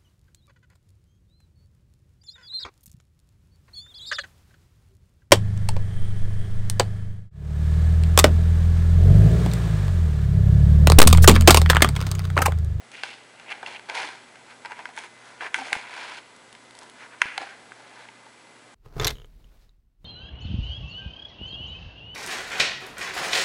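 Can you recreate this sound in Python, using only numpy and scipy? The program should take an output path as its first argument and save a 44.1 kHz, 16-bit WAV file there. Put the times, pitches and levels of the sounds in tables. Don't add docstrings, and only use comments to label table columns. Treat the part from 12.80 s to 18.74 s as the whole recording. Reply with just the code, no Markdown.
import sys
import numpy as np
from scipy import signal
from scipy.fft import rfft, irfft
from scipy.io import wavfile
from scipy.ndimage import uniform_filter1d

SR = 44100
rng = np.random.default_rng(int(sys.argv[2]) if len(sys.argv) > 2 else 0)


def master_out(mix):
    frames = np.transpose(np.atleast_2d(mix))
    ceiling = np.clip(frames, -1, 1)
    pcm = np.round(ceiling * 32767).astype(np.int16)
    wavfile.write(sys.argv[1], SR, pcm)


N = 262159


def undb(db):
    return 10 ** (np.asarray(db) / 20)


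def unit(x):
    return x / np.sqrt(np.mean(x ** 2))


def add(out, x, start_s):
    i = int(start_s * SR)
    out[i:i + len(x)] += x[:N - i]


def walk(rate_hz):
    step = int(SR / rate_hz)
    held = np.repeat(rng.standard_normal(N // step + 1), step)
    return unit(uniform_filter1d(held, step)[:N])


def decay(t, tau_s):
    return np.exp(-t / tau_s)


# [f/Hz, relative density/dB]
HISS_SPECTRUM = [(25, -19), (50, -17), (100, -10), (160, -4), (250, 1.5), (500, 2), (1000, -2.5),
                 (1600, -0.5), (2050, -9.5), (3200, -8.5), (5000, -12), (8000, -13.5), (11000, -17)]
HISS_DB_RMS = -53.5


def hiss():
    f_hz, density_db = np.transpose(HISS_SPECTRUM)
    bin_hz = np.fft.rfftfreq(N, 1 / SR) + 1
    gain = undb(np.interp(np.log(bin_hz), np.log(f_hz), density_db))
    noise = unit(irfft(rfft(rng.standard_normal(N)) * gain, N))
    return noise * undb(HISS_DB_RMS + 0.5 * walk(2.98))


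# [f/Hz, mean level/dB rms]
HUM_TONES = [(120, -70), (240, -70), (1200, -71), (1920, -71), (2040, -64), (7854, -73.5), (7881, -80)]


def hum():
    out = np.zeros(N)
    for f_hz, level_db in HUM_TONES:
        phase = 2 * np.pi * np.cumsum(f_hz * (1 + 0.000576 * walk(7.8))) / SR
        out += np.sqrt(2) * undb(level_db + 0.93 * walk(12)) * np.sin(phase)
    return out


# [t/s, peak level/dB]
LOW_THUMPS = [(2.93, -28), (2.965, -28), (4.418, -30), (4.456, -29.5)]


def thumps():
    out = np.zeros(N)
    for t_s, peak_db in LOW_THUMPS:
        add(out, -undb(peak_db) * np.hanning(int(0.0012 * SR)), t_s)
    return out


# [t/s, length/s, f/Hz, level/dB (half of peak amplitude)]
TRAY_GROANS = [(2.765, 0.1, 263, -49.5), (1.215, 0.076, 308, -55), (4.59, 0.068, 290, -55)]


def groans():
    out = np.zeros(N)
    for t_s, length_s, f_hz, level_db in TRAY_GROANS:
        t = np.arange(int(length_s * SR)) / SR
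        drift_cycles = np.cumsum(0.0041 * rng.standard_normal(len(t)))
        tone = np.sin(2 * np.pi * (f_hz * t + drift_cycles))
        add(out, undb(level_db) * 2 * np.hanning(len(t)) * tone, t_s)
    return out


# [t/s, peak level/dB, f/Hz]
FOIL_TICKS = [(2.165, -26.5, 6840), (3.5633, -35, 3400), (3.7279, -28.5, 3080), (3.909, -29.5, 3460),
              (3.9521, -32, 4240), (3.9697, -37, 4340), (3.9895, -25.5, 8150), (4.0327, -30, 6780),
              (4.098, -30.5, 3270)]


def ticks():
    out, t = np.zeros(N), np.arange(256) / SR
    for t_s, peak_db, f_hz in FOIL_TICKS:
        snap = np.sin(2 * np.pi * f_hz * t) * decay(t, 0.77 / f_hz)
        snap += 0.29 * rng.standard_normal(256) * decay(t, 0.0014)
        add(out, undb(peak_db) * snap / np.abs(snap).max(), t_s)
    return out


def ring(x, f_hz, t60_s):
    pole = np.exp(2j * np.pi * f_hz / SR - np.log(1000) / (t60_s * SR))
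    return signal.lfilter([1], [1, -pole], x).imag


# [f/Hz, level/dB, t60/s before each contact scales it]
PAN_MODES = [(402, -8, 0.035), (636, -9, 0.012), (790, 4.5, 0.022), (900, 1, 0.034), (974, -2.5, 0.064),
             (1442, -6, 0.024), (1563, 3, 0.02), (1717, -2.5, 0.019), (2027, -0.5, 0.016),
             (2194, -2, 0.015), (2375, 4, 0.011), (2706, 1.5, 0.01), (3000, -17, 0.0071), (3460, 6, 0.0062),
             (4070, -4, 0.0087), (4430, -5.5, 0.0074), (5060, -1, 0.0036), (6260, 0.5, 0.0026),
             (7920, -7.5, 0.003), (9030, -8.5, 0.0031)]
GROUP_EDGES_HZ = [340, 1200, 1950, 3300, 12000]


def pan(pushes, t60_scale, spot_db, colour_db):
    groups = np.zeros((len(pushes), len(pushes[0])))
    for (f_hz, level_db, t60_s), here_db in zip(PAN_MODES, spot_db):
        k = np.searchsorted(GROUP_EDGES_HZ[1:], f_hz)
        groups[k] += undb(level_db + here_db) * ring(pushes[k], f_hz, t60_s * t60_scale)
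    bands = [signal.butter(2, edges, "band", fs=SR, output="sos")
             for edges in zip(GROUP_EDGES_HZ, GROUP_EDGES_HZ[1:])]
    low, mid, upper, treble = (unit(signal.sosfilt(b, g)) for b, g in zip(bands, groups))
    low_gain, upper_gain, treble_gain = (undb(db) for db in colour_db)
    return mid + low * low_gain + upper * upper_gain + treble * treble_gain


# [t/s, low f/Hz, upper f/Hz, treble f/Hz]
PAN_NOTES = [(0.12, 820, 2500, 8500), (0.15, 816, 2600, 3970), (0.7, 814, 2600, 4230),
             (0.78, 790, 2080, 4000), (0.86, 840, 2600, 4530), (0.97, 860, 2650, 3800),
             (1.2, 860, 2130, 4070), (1.8, 900, 2360, 4100), (2.06, 940, 2200, 6000),
             (2.09, 810, 2170, 6000), (2.18, 900, 2170, 7460), (2.63, 1000, 2200, 4550),
             (2.75, 915, 2150, 8500), (2.82, 790, 2220, 3800), (2.93, 790, 2150, 7900),
             (3.02, 940, 2230, 3800), (3.4, 950, 2560, 3800), (4.02, 970, 2190, 4620),
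             (4.42, 1030, 2200, 5000), (4.44, 1000, 2450, 4000), (4.575, 807, 2230, 3720),
             (4.7, 810, 2310, 4300), (5.3, 900, 2250, 4200)]
FAVOUR_DB, FAVOUR_OCTAVES = (11, 11, 6.5), (0.16, 0.24, 0.52)


def favour(t):
    f_hz, level_db, t60_s = np.transpose(PAN_MODES)[:, :, None]
    note_s, *notes_hz = np.transpose(PAN_NOTES)
    out = np.zeros((len(PAN_MODES), len(t)))
    for k, note_hz, lift_db, reach in zip((0, 2, 3), notes_hz, FAVOUR_DB, FAVOUR_OCTAVES):
        group = np.searchsorted(GROUP_EDGES_HZ[1:], f_hz[:, 0]) == k
        octaves_off = np.log2(f_hz[group] / np.interp(t, note_s, note_hz))
        near_db = lift_db * np.exp(-(octaves_off / reach) ** 2)
        power = undb(2 * level_db[group]) * t60_s[group]
        gain = (power * undb(2 * near_db)).sum(axis=0) / power.sum()
        out[group] = near_db - 10 * np.log10(gain)
    return out


# [t/s, peak level/dB, low/dB, upper/dB, treble/dB (re middle modes), t60 scale]
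PAN_TAPS = [(0.117, -31, -7, -4, 8, 0.26), (0.2347, -14, -5, -1, -4, 1.24), (0.5978, -30.5, -3, 4, -4, 1.7),
            (0.7112, -30, -9, 1, -10, 1.2), (0.7184, -19, 1, 6, -7, 1.1), (0.7251, -19.5, -4, 11, -3, 1.8),
            (0.829, -23.5, 1.5, -14, -13, 1), (0.8622, -20.5, -4, 17, 3.5, 1.8),
            (0.9945, -28, -4, -1, -6, 1), (1.0878, -28.5, 2, -4, -11, 1), (1.0981, -19, 1.5, 10, 3, 0.9),
            (1.1516, -22, 9, 2, 3, 0.82), (1.5568, -34, -3.5, -2, -6, 1.1),
            (1.8488, -23.5, 4.5, -2, -11, 1.2), (1.8583, -23.5, 5, 0, -2, 0.92),
            (1.9084, -30.5, 10, -5, -10, 1), (1.919, -23.5, -3, -5, -16, 0.82),
            (1.928, -31, -5, 3, -16, 1.5), (1.991, -24.5, 2.5, -4, -12, 0.95),
            (2.055, -20, -9, -4.5, -15.5, 0.92), (2.0896, -33, 8, 0, -7, 1.1),
            (2.1756, -22, 3.5, -2, -12, 0.87), (2.1883, -26, -6, 7, 7.5, 0.77),
            (2.2374, -31, -5, -2, -5, 0.99), (2.6077, -23, -14, -2, -18, 1.7),
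            (2.667, -24, -17, 2, -24, 0.9), (2.7435, -6.5, -9.5, 2, -8.5, 1.7),
            (2.785, -27.5, 16, -2, -6, 1.7), (2.807, -28, -4, 6, -8, 1.5), (2.818, -28.5, 12, 0, -7, 1.2),
            (2.921, -26, 16, 1, -8, 1.2), (2.9293, -5, -9.5, 5.5, -2.5, 0.61),
            (2.952, -19.5, 2, -4, -11, 0.61), (3.1295, -28, -4, 6, -15, 0.9), (3.7507, -35.5, 0, 9, 5, 0.9),
            (4.4173, -0.5, -11, 0.5, -12, 0.78), (4.5784, -13.5, 3.5, 2.5, 1, 0.86),
            (4.617, -27, 8, -6, -3.5, 1.4), (4.631, -29, 9, -1, -10, 1),
            (4.919, -27.5, -14, -7.5, -30.5, 0.77), (5.2873, -32.5, 9, 12, 0, 1.3),
            (5.4649, -40, 10, -10, -8, 1)]
SWING_S = 0.0058


def taps():
    out, t = np.zeros(N), np.arange(int(0.1 * SR)) / SR
    tap_s = np.transpose(PAN_TAPS)[0]
    spots_db = 2.4 * rng.standard_normal((len(PAN_TAPS), len(PAN_MODES))) + favour(tap_s).T
    for (t_s, peak_db, *colour_db, t60_scale), spot_db in zip(PAN_TAPS, spots_db):
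        chatter = rng.standard_normal(len(t))
        push = 0.047 * chatter * decay(t, 0.0028)
        push[0] -= 1
        push[int(0.0019 * SR)] -= 0.35
        crack = push + 0.19 * chatter * decay(t, 0.0018)
        note_hz = np.interp(t_s, *np.transpose(PAN_NOTES)[:2])
        swell = np.sin(np.pi * np.minimum(t / SWING_S, 1)) ** 0.5
        swing = -np.cos(2 * np.pi * note_hz * t) * swell
        low_push = push + 0.019 * min(undb(colour_db[0]), 1.6) * swing
        blow = pan([low_push, push, push, crack], np.clip(t60_scale, 0.2, 2), spot_db, colour_db)
        add(out, undb(peak_db) * blow / np.abs(blow).max(), t_s)
    return out


# [t/s at full pressure, swell/s, hold/s, fade/s, middle modes level/dB,
# low/dB, upper/dB, treble/dB (re middle modes)]; swell and fade span STROKE_DB, at least 3 ms
BLADE_STROKES = [(0.148, 0.051, 0.2, .05, -51.5, -3, 6.5, 1), (0.24, 0.022, 0.0018, 0.15, -45.5, -1, 5, 2),
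                 (0.613, 0.16, 0.022, .1, -56, 0.5, 0.5, -9), (0.676, .03, 0.047, .05, -52, 1, 7, -11),
                 (0.71, 0.024, 0.016, 0.0056, -41.5, -1.5, 6.5, -3),
                 (0.75, .1, 0.00032, 0.17, -49, 2, 0, -7), (0.832, 0.011, 0, 0.051, -44, 4, -3, -11),
                 (0.869, 0.024, 0.015, 0.13, -47.5, 3, 4.5, 0.5),
                 (0.953, 0.08, 0.011, .02, -48, 1.5, 8.5, -2),
                 (1.095, 0.015, 0.0017, 0.048, -37, 0.5, -3, -7.5),
                 (1.136, 0.043, 0.025, .01, -47.5, 7.5, 3, 2),
                 (1.151, 0.009, 0.055, 0.11, -38.5, 2.5, 3.5, -0.5),
                 (1.214, 0.089, 0.04, 0.16, -40.5, -1, 0, -1.5),
                 (1.702, 0.062, 0.016, 0.058, -52, -2.5, -2, -5), (1.857, 0.016, 0, 0.034, -41, -4, 0, -15),
                 (1.922, .06, 0, 0.049, -43.5, -1, 0, -14), (2.001, 0.061, 0, .05, -49.5, 7, 5, -8),
                 (2.059, .06, 0.019, 0.18, -53, 1.5, -4, -6.5),
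                 (2.184, 0.038, 0, 0.062, -41.5, -2.5, 0, -3),
                 (2.247, 0.085, 0.003, 0.035, -47, 0.5, 0.5, -2.5),
                 (2.477, 0.21, 0.012, 0.27, -52, -4.5, -5, -6.5),
                 (2.611, 0.01, 0.063, 0.024, -37, -2, -0.5, -12),
                 (2.747, 0.0077, 0.0028, .055, -36, -10, -1, -5),
                 (2.774, .04, 0.049, 0.068, -43.5, 0.5, 3.5, -2.5),
                 (2.85, .06, 0.064, .05, -44.5, 0.5, 2, -2),
                 (2.938, 0.042, 0.014, 0.16, -41, 0.5, 4.5, -3.5),
                 (3.177, 0.3, 0.052, 0.17, -43.5, -1, 0, -3), (3.282, 0.21, 0.1, 0.039, -45, -0.5, 2, -0.5),
                 (4.023, 0.072, 0, 0.079, -52, 3.5, -7, -4), (4.234, 0.098, 0, 0.057, -45, -2, -2.5, -10.5),
                 (4.332, 0.025, 0, 0.044, -45.5, -5, -3, -17), (4.42, 0.02, 0.06, 0.19, -40, -9.5, 0.5, -9),
                 (4.618, 0.075, 0.0094, 0.064, -42.5, 3, -2, -5),
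                 (4.672, .1, 0.054, 0.044, -47, -8, -4, -8.5),
                 (5.222, 0.51, 0.011, 0.16, -52, -1, -2.5, -6), (5.462, .1, 0, .04, -58, 0, -5, -15)]
# [middle modes level/dB, low/dB, upper/dB, treble/dB (re middle)]
BLADE_RESTING = (-65.5, 4, 3.5, 1)
STROKE_DB, SAG_DB_PER_S = 20, 23


def pressure():
    t = np.arange(N) / SR
    rest_db, *rest_colour_db = BLADE_RESTING
    power = np.ones((1, N)) * undb(2 * (rest_db + np.array([0, *rest_colour_db])))[:, None]
    for t_s, swell_s, hold_s, fade_s, level_db, *colour_db in BLADE_STROKES:
        start = max(int((t_s - 2 * swell_s) * SR), 0)
        near = slice(start, int((t_s + hold_s + 2 * fade_s) * SR))
        since = t[near] - t_s
        swell_db = STROKE_DB * np.minimum(since, 0) / max(swell_s, 0.003)
        sag_db = SAG_DB_PER_S * np.clip(since, 0, max(hold_s, 0))
        fade_db = STROKE_DB * np.maximum(since - hold_s, 0) / max(fade_s, 0.003)
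        shape_db = swell_db - sag_db - fade_db
        power[:, near] += undb(2 * (level_db + shape_db + np.array([0, *colour_db])[:, None]))
    groups_db = 10 * np.log10(power)
    return groups_db[0], groups_db[1:] - groups_db[0]


def slips():
    size_db = np.minimum(2.33 * rng.exponential(size=N), 13)
    hits = rng.random(N) < 2000 / SR
    return unit(hits * rng.choice([-1, 1], N) * undb(size_db))


def scrape():
    shared, grip_db = slips(), 0.83 * walk(160)
    pushes = [(0.88 * shared + slips()) * undb(grip_db + 1.05 * walk(120)) for _ in GROUP_EDGES_HZ[1:]]
    level_db, colour_db = pressure()
    return undb(level_db) * pan(pushes, 0.64, favour(np.arange(N) / SR), colour_db)


def echo(near):
    t = np.arange(int(0.4 * SR)) / SR
    tail = rng.standard_normal(len(t)) * np.exp(-np.log(1000) * t / 0.93) * (t > 0.004)
    return undb(-15) * signal.fftconvolve(near, tail / np.linalg.norm(tail))[:N]


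def scene():
    background = hiss() + hum()
    near = ticks() + taps() + scrape()
    return (background + thumps() + groans() + near + echo(near))[None]


def record(dry):
    lowpass = signal.ellip(12, 0.2, 60, 11090, fs=SR, output="sos")
    return signal.sosfilt(lowpass, np.clip(dry, -1, 1))


dry = scene()
out = record(dry)
master_out(out)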